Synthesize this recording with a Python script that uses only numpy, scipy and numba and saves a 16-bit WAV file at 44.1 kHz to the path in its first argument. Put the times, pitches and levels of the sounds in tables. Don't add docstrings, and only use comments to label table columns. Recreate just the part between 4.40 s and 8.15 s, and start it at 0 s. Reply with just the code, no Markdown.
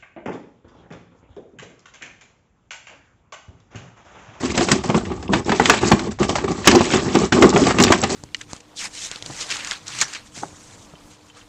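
import sys
import numpy as np
from scipy import signal
from scipy.io import wavfile
from scipy.ndimage import uniform_filter1d
from numba import njit

SR = 44100
rng = np.random.default_rng(int(sys.argv[2]) if len(sys.argv) > 2 else 0)


def dump_mix(stems):
    frames = np.atleast_2d(stems).T
    limited = np.clip(frames, -1, 1)
    pcm = np.round(limited * 32767).astype(np.int16)
    wavfile.write(sys.argv[1], SR, pcm)


def gain_from_decibels(decibels):
    exponent = np.asarray(decibels, float) / 20
    return 10 ** exponent


N = 165375

# start_s, level_db, pitch_hz
TUB_THUDS = [(0.033, -13.5, 264), (0.1, -17.5, 218), (0.176, -11, 231), (0.21, -10.5, 348),
             (0.284, -19, 493), (0.313, -5.5, 215), (0.349, -16.5, 310), (0.437, -21, 156),
             (0.493, -8.5, 195), (0.545, -3.5, 208), (0.667, -19, 193), (0.715, -15.5, 354),
             (0.892, -10, 187), (0.935, -14.5, 305), (1.082, -9.5, 218), (1.12, -9.5, 394),
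             (1.198, -7, 454), (1.29, -10.5, 417), (1.433, -9.5, 310), (1.514, 0, 213), (1.585, -25, 323),
             (1.672, -13, 210),
             (1.806, -9.5, 198), (1.889, -11.5, 292), (1.96, -20, 220), (2.04, -10.5, 408),
              (2.08, -22, 262), (2.272, 2.5, 346), (2.328, -1.5, 339), (2.35, 0, 355), (2.407, -5.5, 247),
              (2.538, -4.5, 363), (2.658, -11, 251), (2.752, -4, 344), (2.817, -9.5, 394),
              (2.923, -10, 335), (2.969, -10.5, 329), (3.013, -1, 324), (3.039, 3, 369), (3.057, -3.5, 367),
              (3.139, -6, 178), (3.158, -7, 391), (3.218, -5, 285), (3.267, -3.5, 300), (3.399, -2, 376),
              (3.503, -1, 366), (3.634, -7.5, 237)]
# start_s, level_db, pitch_hz, crack_treble_db
STICK_CLACKS = [(0.1763, -7, 717, -6), (0.2086, -9.5, 697, -15.5), (0.2858, -8, 853, -11),
                (0.3158, -3, 3130, -1.5), (0.4367, -21, 776, -6.5), (0.4893, -27, 1010, 0.5),
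                (0.4994, -13.5, 640, -27), (0.5437, -9.5, 1030, -25), (0.6518, -22.5, 1970, -14),
                (0.7178, -24, 1150, -17), (0.826, -24, 820, -12), (0.934, -1.5, 657, -21.5),
                (1.0935, -8, 810, -17), (1.1182, -5.5, 1630, -26), (1.1467, -17, 740, -17),
                (1.1977, -8.5, 785, -17), (1.256, -6, 2030, -5), (1.297, 4, 1154, -10.5),
                (1.3367, -4.5, 883, -21), (1.4346, -23, 790, -5), (1.5166, -0.5, 740, -14),
                (1.593, -15.5, 1080, -7),
                (1.7877, -21, 750, -16), (1.8295, -10.5, 1090, -10), (1.8927, -9.5, 663, -7.5),
               (1.955, -8, 840, -12), (1.9844, -14.5, 824, -19), (2.041, -17, 1240, -13),
               (2.273, 6.5, 1810, -4), (2.3129, -4.5, 985, -6), (2.3501, -8.5, 793, -8.5),
               (2.4079, -17, 743, -4.5), (2.536, -8.5, 796, -9), (2.7517, -5.5, 800, -12),
               (2.9232, -1, 1810, -14.5), (3.0226, 2, 1150, -14), (3.101, -26.5, 1130, 10),
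               (3.1608, -4.5, 743, -40), (3.268, -8, 730, -6.5), (3.3064, -4.5, 762, -19),
               (3.385, -5, 2750, -14), (3.4, -4.5, 730, -6.5), (3.4373, -5, 3700, -0.5),
               (3.4787, -6.5, 1760, -35), (3.5054, -16, 682, -27), (3.521, 1.5, 992, -10),
               (3.6268, -10.5, 737, -21), (3.636, -7, 766, -6)]
# start_s, length_s, rustle_db, weight_on_tub_db
HEAP_SLIDES = [(-.01, 0.13, -28.5, 0), (0.138, 0.11, -23, -2), (0.263, 0.092, -26, 3),
               (0.367, 0.051, -38, 7), (0.431, 0.15, -33.5, 6.5), (0.569, 0.21, -44.5, 14),
               (0.791, 0.17, -44.5, 9.5), (0.916, 0.083, -30.5, 9.5), (1.05, 0.078, -33, 4.5),
               (1.148, .06, -28.5, -0.5), (1.211, 0.17, -24.5, 2.5), (1.405, 0.12, -24.5, 5),
               (1.521, 0.15, -34, 9.5), (1.704, 0.015, -32.5, -7), (1.791, .06, -26, 10),
               (1.881, 0.051, -29.5, 5.5), (1.943, 0.11, -35, 6), (2.073, 0.048, -29, 9),
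               (2.141, 0.12, -37, 5.5), (2.247, 0.148, -21, -2.5), (2.402, 0.091, -24.5, 1.5),
               (2.501, 0.099, -21.5, 1.5), (2.615, 0.12, -30.5, 6.5), (2.737, 0.12, -27, 9),
               (2.918, 0.074, -25.5, 12.5), (3.004, 0.099, -25, 8), (3.125, 0.19, -23, 5.5),
               (3.336, 0.1, -31.5, 11), (3.376, .17, -25, 7.5), (3.571, 0.11, -31, 4),
               (3.689, .08, -24.5, 0.5)]
# mode_hz, level_db, t60_s
TUB_MODES = [(98, -12, 0.1), (152, -7.5, 0.059), (198, -1.5, 0.067), (244, -6, 0.12), (318, -5.5, 0.071),
             (363.5, -4.5, 0.13), (394, -3.5, 0.073), (463, -12, 0.08), (633, -14.5, 0.059),
             (816, -6, 0.035), (1150, -7.5, 0.048)]
# freq_hz, density_db_per_hz
RUSTLE_COLOUR = [(500, -1), (1200, -8), (2000, -7), (4000, -11.5), (8000, -10)]
# start_s, level_db, pitch_hz, t60_s
STICK_KNOCKS = [(0.033, -26, 720, 0.03), (0.097, -29, 452, 0.03), (0.142, -28, 710, 0.027),
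                (0.441, -18, 785, 0.039), (0.483, -23, 775, 0.033), (0.499, -6, 670, 0.032),
                (0.505, -12, 636, 0.03), (0.554, -17, 444, 0.03), (0.577, -11.5, 740, 0.043),
                (0.611, -19.5, 719, 0.038), (0.893, -25, 460, 0.03), (1.063, -20, 452, 0.03),
                (1.122, -8, 832, 0.046), (1.198, 3.5, 831, 0.03), (1.291, -7, 526, 0.026),
                (1.434, -8.5, 832, 0.042), (1.522, -1, 1093, 0.026), (1.672, -24, 452, 0.03),
                (1.801, -23, 452, 0.03), (2.081, -13.5, 1170, 0.025), (2.245, -13.5, 1820, 0.019),
                (2.332, -7, 460, 0.03), (2.342, -15.5, 450, 0.03), (2.354, -2.5, 794, 0.03),
                (2.408, -7, 710, 0.035), (2.415, -8, 627, 0.034), (2.757, -9, 790, 0.03),
                (2.801, -17, 452, 0.035), (2.969, -9.5, 503, 0.036), (3.035, -4, 452, 0.027),
                (3.044, -1.5, 1084, 0.041), (3.086, -10, 463, 0.03), (3.128, -9.5, 859, 0.035),
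                (3.221, -7, 526, 0.03), (3.405, -5, 1080, 0.025), (3.504, -3.5, 681, 0.027),
                (3.537, -5, 1070, 0.03), (2.5425, -4, 470, 0.023)]
# start_s, level_db, centre_hz, t60_s
WET_SNAPS = [(0.8789, -26.5, 2780, 0.02), (1.046, -27, 5600, 0.02), (1.256, -3, 2680, 0.015),
             (1.483, -10.5, 7200, 0.015), (2.2824, 0.5, 2750, 0.015), (2.3506, -9, 3750, 0.013),
             (2.3564, -7.5, 6350, 0.027), (2.5037, -10, 2930, 0.013), (2.5444, -20, 4000, 0.015),
             (3.0694, -19, 5900, 0.013), (3.0924, -9, 7540, 0.015), (3.1388, -19, 2760, 0.012),
             (3.2375, -14, 2770, 0.014), (3.4062, -9, 2510, 0.015), (3.4241, -2, 6600, 0.016),
             (3.4372, 1.5, 5960, .014), (3.4664, -11, 2750, 0.015), (3.5224, -5.5, 2630, 0.015),
             (3.6152, -10.5, 7100, 0.014)]


@njit
def grains(n, at, hz, t60, size):
    out = np.zeros(n)
    for k in range(len(at)):
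        turn = np.exp(2j * np.pi * hz[k] - np.log(1000.) / t60[k])
        z = size[k] + 0j
        for i in range(max(int(at[k]), 0), min(int(at[k] + t60[k]), n)):
            out[i] += z.imag
            z *= turn
    return out


def ring(start_s, hz, t60_s, size):
    arrays = np.broadcast_arrays(start_s, hz, t60_s, size)
    start_s, hz, t60_s, size = (1. * v.ravel() for v in arrays)
    return grains(N, start_s * SR, np.clip(hz, 20, SR / 2.5) / SR, np.maximum(t60_s, 1e-3) * SR, size)


def unit(x):
    return x / np.sqrt(np.mean(x ** 2))


def band(x, lo_hz, hi_hz):
    return signal.sosfilt(signal.butter(2, [lo_hz, hi_hz], "band", fs=SR, output="sos"), x)


def noise(lo_hz, hi_hz):
    return unit(band(rng.standard_normal(N), lo_hz, hi_hz))


def fade(start_s, db, t60_s):
    kicks = np.zeros(N)
    at = np.clip(start_s * SR, 0, N - 1).astype(int)
    np.add.at(kicks, at, gain_from_decibels(db))
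    return signal.lfilter([1], [1, -gain_from_decibels(-60 / (t60_s * SR))], kicks)


def walk(rate_hz):
    hold = int(SR / rate_hz)
    steps = np.repeat(rng.standard_normal(N // hold + 1), hold)
    return unit(uniform_filter1d(steps, hold)[:N])


def drum(start_s, db):
    mode_spread, scatter_db = 0.043, 3
    hz, mode_db, t60_s = np.array(TUB_MODES).T
    c = rng.standard_normal((len(start_s), 3, len(TUB_MODES)))
    size = gain_from_decibels(db[:, None] + mode_db + scatter_db * c[:, 2])
    return ring(start_s[:, None], hz * (1 + mode_spread * c[:, 0]), t60_s, np.sign(c[:, 1]) * size)


def thuds():
    tumble_s, thud_db, bounce_db = 0.02, -9, -5.5
    pitch_db, pitch_t60_s = 6, 0.075
    start_s, db, hz = np.array(TUB_THUDS).T
    late = np.sort(rng.random((len(start_s), 5)), axis=1)
    late[:, 0] = 0
    at_s = start_s[:, None] + late * tumble_s
    blow_db = db[:, None] + thud_db + bounce_db * (late > 0)
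    pitched = ring(at_s, hz[:, None], pitch_t60_s, gain_from_decibels(blow_db + pitch_db))
    return drum(at_s.ravel(), blow_db.ravel()) + pitched


def crack(start_s, db, treble_db):
    attack_t60_s, split_hz = 7 * 0.00057, 2650
    mid_db, mid_t60_s = -8.5, 0.069
    top_db, top_t60_s = 1, 0.038

    def burst(level_db, t60_s):
        return fade(start_s, level_db, t60_s) - fade(start_s, level_db, attack_t60_s)

    mid = noise(700, split_hz) * burst(db + mid_db, mid_t60_s)
    top = noise(split_hz, 8040) * burst(db + treble_db + top_db, top_t60_s)
    return mid + top


def clacks():
    stick_cycles, stick_db = 23.5, -3.5
    over_db, over_scatter_db, over_spread, scuff_s = -11 - 4.5, 3.9, 0.487, 0.012
    start_s, db, hz, treble_db = np.array(STICK_CLACKS).T
    c = rng.standard_normal((len(start_s), 2, 14))
    late = rng.random((len(start_s), 14))
    over_hz = hz[:, None] * np.exp(over_spread * c[:, 0])
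    over_size = gain_from_decibels(db[:, None] + over_db + over_scatter_db * c[:, 1])
    overtones = ring(start_s[:, None] + scuff_s * late ** 2, over_hz, stick_cycles / over_hz, over_size)
    stick = ring(start_s, hz, stick_cycles / hz, gain_from_decibels(db + stick_db) * np.minimum(800 / hz, 1))
    return stick + overtones + crack(start_s, db, treble_db)


def knocks():
    knock_db, side_db, side_spread = -5, -8, 0.34
    start_s, db, hz, t60_s = np.array(STICK_KNOCKS).T[:, :, None]
    side_hz = 1.5 * hz * np.exp(side_spread * rng.standard_normal((len(start_s), 3)))
    main = ring(start_s, hz, t60_s, gain_from_decibels(db + knock_db))
    return main + ring(start_s, side_hz, 1.1 * t60_s, gain_from_decibels(db + knock_db + side_db))


def snaps():
    snap_db, snap_spread, bunch_s = -9, 0.3, 0.0017
    start_s, db, hz, t60_s = np.array(WET_SNAPS).T[:, :, None]
    c = rng.standard_normal((len(start_s), 8))
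    late_s = bunch_s * rng.random((len(start_s), 8))
    return ring(start_s + late_s, hz * np.exp(snap_spread * c), t60_s, gain_from_decibels(db + snap_db))


def rustle_ticks():
    ticks_per_s, tick_cycles, spread_db, flicker_db = 12000, 5.7 * 7, 2.5, 2.5
    when, pitch, strength = rng.random((int(N / SR * ticks_per_s), 3)).T
    hz = 500 * 17. ** pitch
    walks = np.array([walk(45) for _ in range(4)])
    flicker = walks[(pitch * 4).astype(int), (when * N).astype(int)]
    colour_hz, colour_db = np.array(RUSTLE_COLOUR).T
    db = np.interp(np.log(hz), np.log(colour_hz), colour_db)
    db += 20 * np.log10(hz) - spread_db * np.log(strength)
    return unit(ring(when * N / SR, hz, tick_cycles / hz, gain_from_decibels(db + flicker_db * flicker)))


def tub_jolts():
    jolts_per_s, spread_db = 300, 2
    when, strength = rng.random((int(N / SR * jolts_per_s), 2)).T
    return unit(drum(when * N / SR, -spread_db * np.log(strength)))


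def heap():
    edge_s, settle_t60_s, rustle_waver_db = 0.013, 0.11, 1.5
    t = np.arange(N) / SR
    rustle, weight = 0, 0
    for start_s, length_s, db, weight_db in HEAP_SLIDES:
        swell = np.clip((t - start_s) / edge_s, 0, 1)
        slide = swell * gain_from_decibels(-60 * np.maximum(t - start_s - length_s, 0) / settle_t60_s)
        rustle = rustle + slide * gain_from_decibels(db)
        weight = weight + slide * gain_from_decibels(db + weight_db)
    return rustle * rustle_ticks() * gain_from_decibels(rustle_waver_db * walk(40)) + weight * tub_jolts()


def kitchen(near):
    t60_s, echo_db, gap_s = 0.2, -17, 0.006
    t = np.arange(SR // 2) / SR
    echo = band(rng.standard_normal(len(t)), 150, 6500) * gain_from_decibels(-60 * t / t60_s) * (t > gap_s)
    echo = echo / np.sqrt(np.sum(echo ** 2))
    return gain_from_decibels(echo_db) * signal.fftconvolve(near, echo)[:N]


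def room_noise():
    hush_db, rumble_db = -56.5, -35.5
    return gain_from_decibels(hush_db) * noise(200, 3500) + gain_from_decibels(rumble_db) * noise(42, 97)


def scene():
    near = thuds() + clacks() + knocks() + snaps() + heap()
    return (near + kitchen(near) + room_noise())[None]


def roll_off(x):
    return signal.sosfilt(signal.butter(12, 15900, fs=SR, output="sos"), x)


def record(dry):
    low_cut_hz, top_hz, drive_db, ceiling = 60.4, 7900, -1.5, 0.97
    x = signal.sosfilt(signal.butter(3, low_cut_hz, "high", fs=SR, output="sos"), dry)
    x = signal.sosfilt(signal.ellip(8, 0.3, 80, top_hz, fs=SR, output="sos"), x)
    mix = np.clip(x * gain_from_decibels(drive_db), -ceiling, ceiling) / ceiling
    return roll_off(mix)


dry = scene()
out = record(dry)
dump_mix(out)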